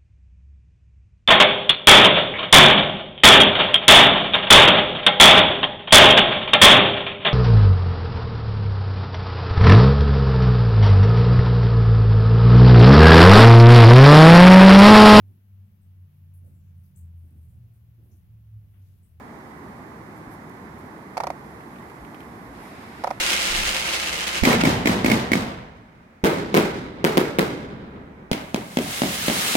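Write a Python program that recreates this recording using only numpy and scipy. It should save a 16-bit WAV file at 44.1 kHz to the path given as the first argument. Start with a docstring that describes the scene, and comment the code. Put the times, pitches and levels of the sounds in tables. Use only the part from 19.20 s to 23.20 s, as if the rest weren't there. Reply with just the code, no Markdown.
"""Croaks beside a pond

Two short, dry, frog-like croaks, close by and a little to the right. Each is a rattle of
about 30 pulses a second; a pulse is two hollow knocks joined by a rasp. Distant traffic
and wind rumble behind; faint ticks, a soft rustle and a thin fizz come up late."""
import sys
import numpy as np
from scipy import signal
from scipy.fft import rfft, irfft
from scipy.io import wavfile
from scipy.ndimage import uniform_filter1d

SR = 44100
rng = np.random.default_rng(int(sys.argv[2]) if len(sys.argv) > 2 else 0)


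def to_wav(s):
    """Save 16-bit WAV."""
    ch = np.atleast_2d(s).T  # columns
    pcm = np.round(np.clip(ch, -1, 1) * 32767)  # PCM
    wavfile.write(sys.argv[1], SR, pcm.astype(np.int16))


N = 176400

# Bed of far traffic and wind, one spectrum per ear: freq_hz, density_db
AIR_LEFT_COLOUR = [(20, -28), (35, -14), (50, -8), (70, -5), (95, -4.5), (130, -1), (220, 2), (330, -2),
                   (430, -3), (550, -7.5), (800, -5.5), (1100, -7.5), (1400, -14), (1800, -19), (2200, -21),
                   (2800, -28), (4500, -31.5), (8000, -36), (11500, -36.5), (15500, -50)]
AIR_RIGHT_COLOUR = [(20, -39), (35, -25), (50, -17), (70, -15.5), (95, -3.5), (130, -1.5), (220, 0.5),
                    (330, -1), (430, -6), (550, -10.5), (850, -4), (1100, -4.5), (1350, -10), (2000, -9.5),
                    (2350, -18), (2800, -28), (4800, -32.5), (8300, -37), (11700, -34.5), (15500, -40.5)]
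# How alike the ears hear the bed (1 is mono): freq_hz, correlation
AIR_CORRELATION = [(60, 0.94), (110, 0.95), (200, 0.94), (380, 0.88), (700, 0.45), (1290, -0.15),
                   (2380, -0.43), (4400, -0.039), (8120, -0.041), (15000, -0.08)]
# Low gusts on the microphone: centre_s, half_width_s, level_db
GUST_SWELLS = [(1.088, .02, -52), (2.833, .025, -45), (3.3, 0.11, -53), (3.98, 0.042, -54)]
# Their boom: freq_hz, density_db
GUST_SPECTRUM = [(15, -18), (35, -24), (55, 10), (75, -7), (110, -32), (300, -50), (2000, -90)]
# A far vehicle passing: time_s, level_db
VEHICLE_LEVEL = [(0, -54.5), (.55, -50), (.95, -46.5), (1.4, -48), (2.0, -55), (4.0, -54)]
# Its rumble: freq_hz, density_db
VEHICLE_COLOUR = [(40, -37), (80, -1), (110, -0.5), (220, -1), (330, -2.5), (500, -21.5), (1500, -35),
                  (5000, -74)]
# Thin hiss on the left: time_s, level_db
HISS_LEVEL = [(0, -76), (1.9, -73), (2.2, -67.5), (2.9, -63.5), (4.0, -64)]
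# Airy top shared by hiss, crackles and brushes: freq_hz, density_db
FIZZ_COLOUR = [(200, -30), (5000, -6), (9000, -3), (11500, 3), (14000, -5), (16000, -17)]
# Light brushing sounds: centre_s, half_width_s, left_db, right_db
BRUSH_STROKES = [(.975, .015, -64, -59.5), (1.132, 0.026, -65, -55.5), (1.298, .003, -55, -59),
                 (1.593, .015, -59, -67), (3.46, 0.055, -56.5, -62)]
# Swell of the rustle: time_s, level_db
RUSTLE_SWELL = [(0, -83), (1.9, -68), (2.2, -65), (3.33, -60.5), (3.35, -53), (3.62, -49), (3.72, -50),
                (3.86, -46.5), (4.0, -55)]
# Its papery tone: freq_hz, density_db
RUSTLE_COLOUR = [(200, -17), (1000, 0), (1450, 6), (1750, 3), (2150, 6), (2500, 3), (2950, -3), (3700, -3),
                 (4400, -6.5), (5200, -5.5), (5900, -13.5), (8000, -14), (11000, -15.5), (15500, -34)]
# Faint wet ticks: start_s, gain_db, pitch_hz
WET_TICKS = [(2.407, -54, 3130), (2.558, -52.5, 2900), (2.585, -54, 3600), (2.622, -55, 3000),
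             (2.699, -52, 2730), (2.848, -49, 2090), (2.945, -48, 3200), (3.005, -48, 3060),
             (3.030, -53, 2900)]
# The spit of noise in a tick: freq_hz, density_db
SPIT_COLOUR = [(200, -25), (1500, -14), (2400, 11), (3200, -2), (4500, -8), (7000, -21), (12000, -6),
               (16000, -25)]
# Body resonances that a knock leaves ringing: pitch_hz, left_db, right_db, t60_s
BODY_MODES = [(601, -17, -16.5, 0.061), (675, -33, -13, 0.062), (744, -25, -38, 0.026),
              (936, -12, -31, .034), (1105, -29, -6, 0.024), (1365, -2, -29, 0.014),
              (1867, -26, -16, 0.021), (2200, -31, -2.5, 0.0079)]
# The rasp between knocks: freq_hz, density_db
RASP_COLOUR = [(100, -20), (400, 5), (900, -2.5), (1400, -7.5), (2300, 3), (2900, -8.5), (3500, -10.5),
               (4800, -6), (5800, -7.5), (6800, -14), (8500, -20.5), (11500, -15), (15500, -36)]
# Croak pulses, with rasp levels relative to RASP_DB:
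# start_s, first_knock_db, first_hz, gap_s, second_knock_db, second_hz, first_rasp_db, second_rasp_db
CROAK_PULSES = [(1.9692, -15, 860, 0.0078, -12.5, 750, 0, 8), (2.0020, -12, 860, 0.0044, -15, 740, 0.5, 0),
                (2.0349, -16.4, 890, .0059, -13.3, 796, 0, -11),
                (2.0688, -16.5, 950, 0.00369, -17, 770, 3.5, -10),
                (2.102, -13.5, 795, 0.00252, -21, 570, 1, -9), (3.8378, -17, 820, 0.00597, -7, 803, 3, -6),
                (3.8709, -17.5, 855, 0.00388, -11, 810, 1, -3),
                (3.9048, -18.5, 910, 0.0048, -10.5, 789, 0, -4)]

HUM_HZ, HUM_WIDTH_HZ, HUM_START_DB, HUM_DB_PER_S = 66.9, 4.1, -62, 1.5
CRACKLES_PER_S, CRACKLE_BASE_DB, CRACKLE_SPREAD_DB, CRACKLE_FALL_S = 22, -63, 1.5, .004
TICK_FALL_S, TICK_PING_DB, TICK_SPIT_DB = .0064, -3, 2
KNOCK_PEAK_S, KNOCK_SHAPE, BODY_RISE_S = .0013, 1.67, .0022
KNOCK_LEFT_DB, LEFT_LAG_S = -6, .00008
ECHO_S, ECHO_LEFT_DB, ECHO_RIGHT_DB = .0055, -10.5, -11
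RASP_DB, RASP_LEFT_DB, RASP_GRAIN = -31, -3.5, .28
RASP_LEAD_S, RASP_RISE_S, RASP_SAG_S, RASP_FALL_S = .0007, .0016, .012, .0035
TAIL_DB, TAIL_T60_S = -22, .17
CROAK_LOW_CUT_HZ, HIGH_CUT_HZ = 383, 15650


def amp(db):
    """Decibels to gain."""
    return 10 ** (np.asarray(db) / 20)


def unit(x):
    """Scales to rms 1."""
    return x / np.sqrt(np.mean(x ** 2) + 1e-20)


def curve(points):
    """A table's value at every FFT bin, drawn on a log-frequency axis."""
    hz, value = np.transpose(points)
    return np.interp(np.log(np.fft.rfftfreq(N, 1 / SR) + 1), np.log(hz + 1), value)


def fader(points):
    """A gain ride through (time_s, level_db) points."""
    return amp(np.interp(np.arange(N) / SR, *np.transpose(points)))


def add(mix, start_s, sound):
    """Lays a sound into the mix."""
    part = mix[:, max(round(start_s * SR), 0):][:, :sound.shape[1]]
    part += sound[:, :part.shape[1]]


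def colour(x, points):
    """Gives steady noise a spectrum, at rms 1."""
    return unit(irfft(rfft(x) * amp(curve(points)), N))


def noise(points, channels=2):
    """Coloured noise, independent in each channel."""
    return colour(rng.standard_normal((channels, N)), points)


def air():
    """Steady far traffic and wind, nearly mono in the bass; a far engine hums, slowly nearing."""
    hz = np.fft.rfftfreq(N, 1 / SR)
    shared, apart, engine = rfft(rng.standard_normal((3, N)))
    alike = curve(AIR_CORRELATION)
    left = colour(irfft(shared, N), AIR_LEFT_COLOUR)
    right = colour(irfft(alike * shared + np.sqrt(1 - alike ** 2) * apart, N), AIR_RIGHT_COLOUR)
    hum = unit(irfft(engine / (1 + (2 * (hz - HUM_HZ) / HUM_WIDTH_HZ) ** 2), N))  # narrow noise wavers
    hum_gain = amp(HUM_START_DB + HUM_DB_PER_S * np.arange(N) / SR)
    return np.array([amp(-42.5) * left, amp(-40) * right]) + hum_gain * hum


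def rumble():
    """A far vehicle swells and fades; a few low gusts bump the microphone."""
    t = np.arange(N) / SR
    swells = sum(amp(db) * np.exp(-((t - s) / half) ** 2) for s, half, db in GUST_SWELLS)
    gusts = swells * noise(GUST_SPECTRUM, channels=1)
    return gusts + fader(VEHICLE_LEVEL) * noise(VEHICLE_COLOUR, channels=1)


def fizz():
    """Tiny high crackles split between the ears, and a thin hiss that grows on the left."""
    hits = rng.random((2, N)) < CRACKLES_PER_S / SR / 2
    accents = amp(CRACKLE_SPREAD_DB * np.minimum(rng.exponential(1, (2, N)), 3))
    decay = np.exp(-1 / (CRACKLE_FALL_S * SR))
    crackle = amp(CRACKLE_BASE_DB) * signal.lfilter([1], [1, -decay], hits * accents)
    hiss = np.array([fader(HISS_LEVEL), np.zeros(N)])
    return np.hypot(crackle, hiss) * noise(FIZZ_COLOUR)


def rustle():
    """A soft rustle that grows near the end, and a few high brushing sounds."""
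    t = np.arange(N) / SR
    brushes = sum(amp([[left], [right]]) * np.exp(-((t - s) / half) ** 2)
                  for s, half, left, right in BRUSH_STROKES)
    return fader(RUSTLE_SWELL) * noise(RUSTLE_COLOUR) + brushes * noise(FIZZ_COLOUR)


def ticks():
    """Faint wet ticks: a spit of noise and a short ping."""
    t, out = np.arange(N) / SR, np.zeros((2, N))
    spit = amp(TICK_SPIT_DB) * noise(SPIT_COLOUR)
    for start_s, db, hz in WET_TICKS:
        ping = amp(TICK_PING_DB) * np.sin(2 * np.pi * (hz * t + rng.random((2, 1))))
        envelope = (t > start_s) * np.exp(-abs(t - start_s) / TICK_FALL_S)
        out += amp(db) * envelope * (spit + ping)
    return out


def open_air_tail(voice):
    """Scattered sound: a very short outdoor reverb, wet only."""
    t = np.arange(SR // 5) / SR
    tail = rng.standard_normal((2, len(t))) * np.exp(-np.log(1000) * t / TAIL_T60_S) * (t > ECHO_S)
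    return amp(TAIL_DB) * signal.fftconvolve(voice, tail / np.linalg.norm(tail[0]), axes=1)[:, :N]


def burst(t, hz):
    """The attack of a knock: a tone that swells and dies in a few cycles."""
    t = np.maximum(t, 0)
    age = t / KNOCK_PEAK_S
    return (age * np.exp(1 - age)) ** KNOCK_SHAPE * -np.sin(2 * np.pi * hz * t)


def knock(hz):
    """One hollow knock, its slap off a nearby surface and the ringing of the body."""
    t = np.arange(SR // 10) / SR
    direct = np.array([amp(KNOCK_LEFT_DB) * burst(t - LEFT_LAG_S, hz), burst(t, hz)])
    echo = amp([[ECHO_LEFT_DB], [ECHO_RIGHT_DB]]) * burst(t - ECHO_S, hz)
    swell = 1 - np.exp(-(t / BODY_RISE_S) ** 2)
    ring = sum(amp([[left], [right]]) * np.exp(-np.log(1000) * t / t60) * np.sin(2 * np.pi * f * t)
               for f, left, right, t60 in BODY_MODES)
    return direct + echo - swell * ring


def croaks():
    """Each pulse knocks, rasps for a few milliseconds and knocks again."""
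    t = np.arange(SR // 10) / SR
    knocks, rasp_envelope = np.zeros((2, N)), np.zeros((1, N))
    rise = 1 - np.exp(-(t / RASP_RISE_S) ** 2)
    for start_s, first_db, first_hz, gap_s, second_db, second_hz, rasp1_db, rasp2_db in CROAK_PULSES:
        add(knocks, start_s, amp(first_db) * knock(first_hz))
        add(knocks, start_s + gap_s, amp(second_db) * knock(second_hz))
        # The rasp leads each knock slightly, sags across the gap, then dies quickly.
        held = amp(rasp1_db) * rise * np.exp(-t / RASP_SAG_S - np.maximum(t - gap_s, 0) / RASP_FALL_S)
        release = amp(rasp2_db) * rise * np.exp(-t / RASP_FALL_S)
        add(rasp_envelope, start_s - RASP_LEAD_S, held[None])
        add(rasp_envelope, start_s + gap_s - RASP_LEAD_S, release[None])
    flutter = unit(uniform_filter1d(rng.standard_normal(N), size=36))
    grain = unit(np.exp(RASP_GRAIN * flutter))
    rasp = amp(RASP_DB) * amp([[RASP_LEFT_DB], [0]]) * rasp_envelope * grain * noise(RASP_COLOUR)
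    low_cut = signal.butter(4, CROAK_LOW_CUT_HZ, "high", fs=SR, output="sos")
    return signal.sosfiltfilt(low_cut, knocks + rasp)


def scene():
    """The croaks up front, over the pond's ambience."""
    voice = croaks()
    return voice + open_air_tail(voice) + air() + rumble() + rustle() + ticks() + fizz()


def record(dry):
    """A steep high cut on the whole mix."""
    high_cut = signal.firwin(511, HIGH_CUT_HZ, window=("kaiser", 9), fs=SR)
    return signal.oaconvolve(dry, high_cut[None], "same", axes=1)


dry = scene()
out = record(dry)
to_wav(out)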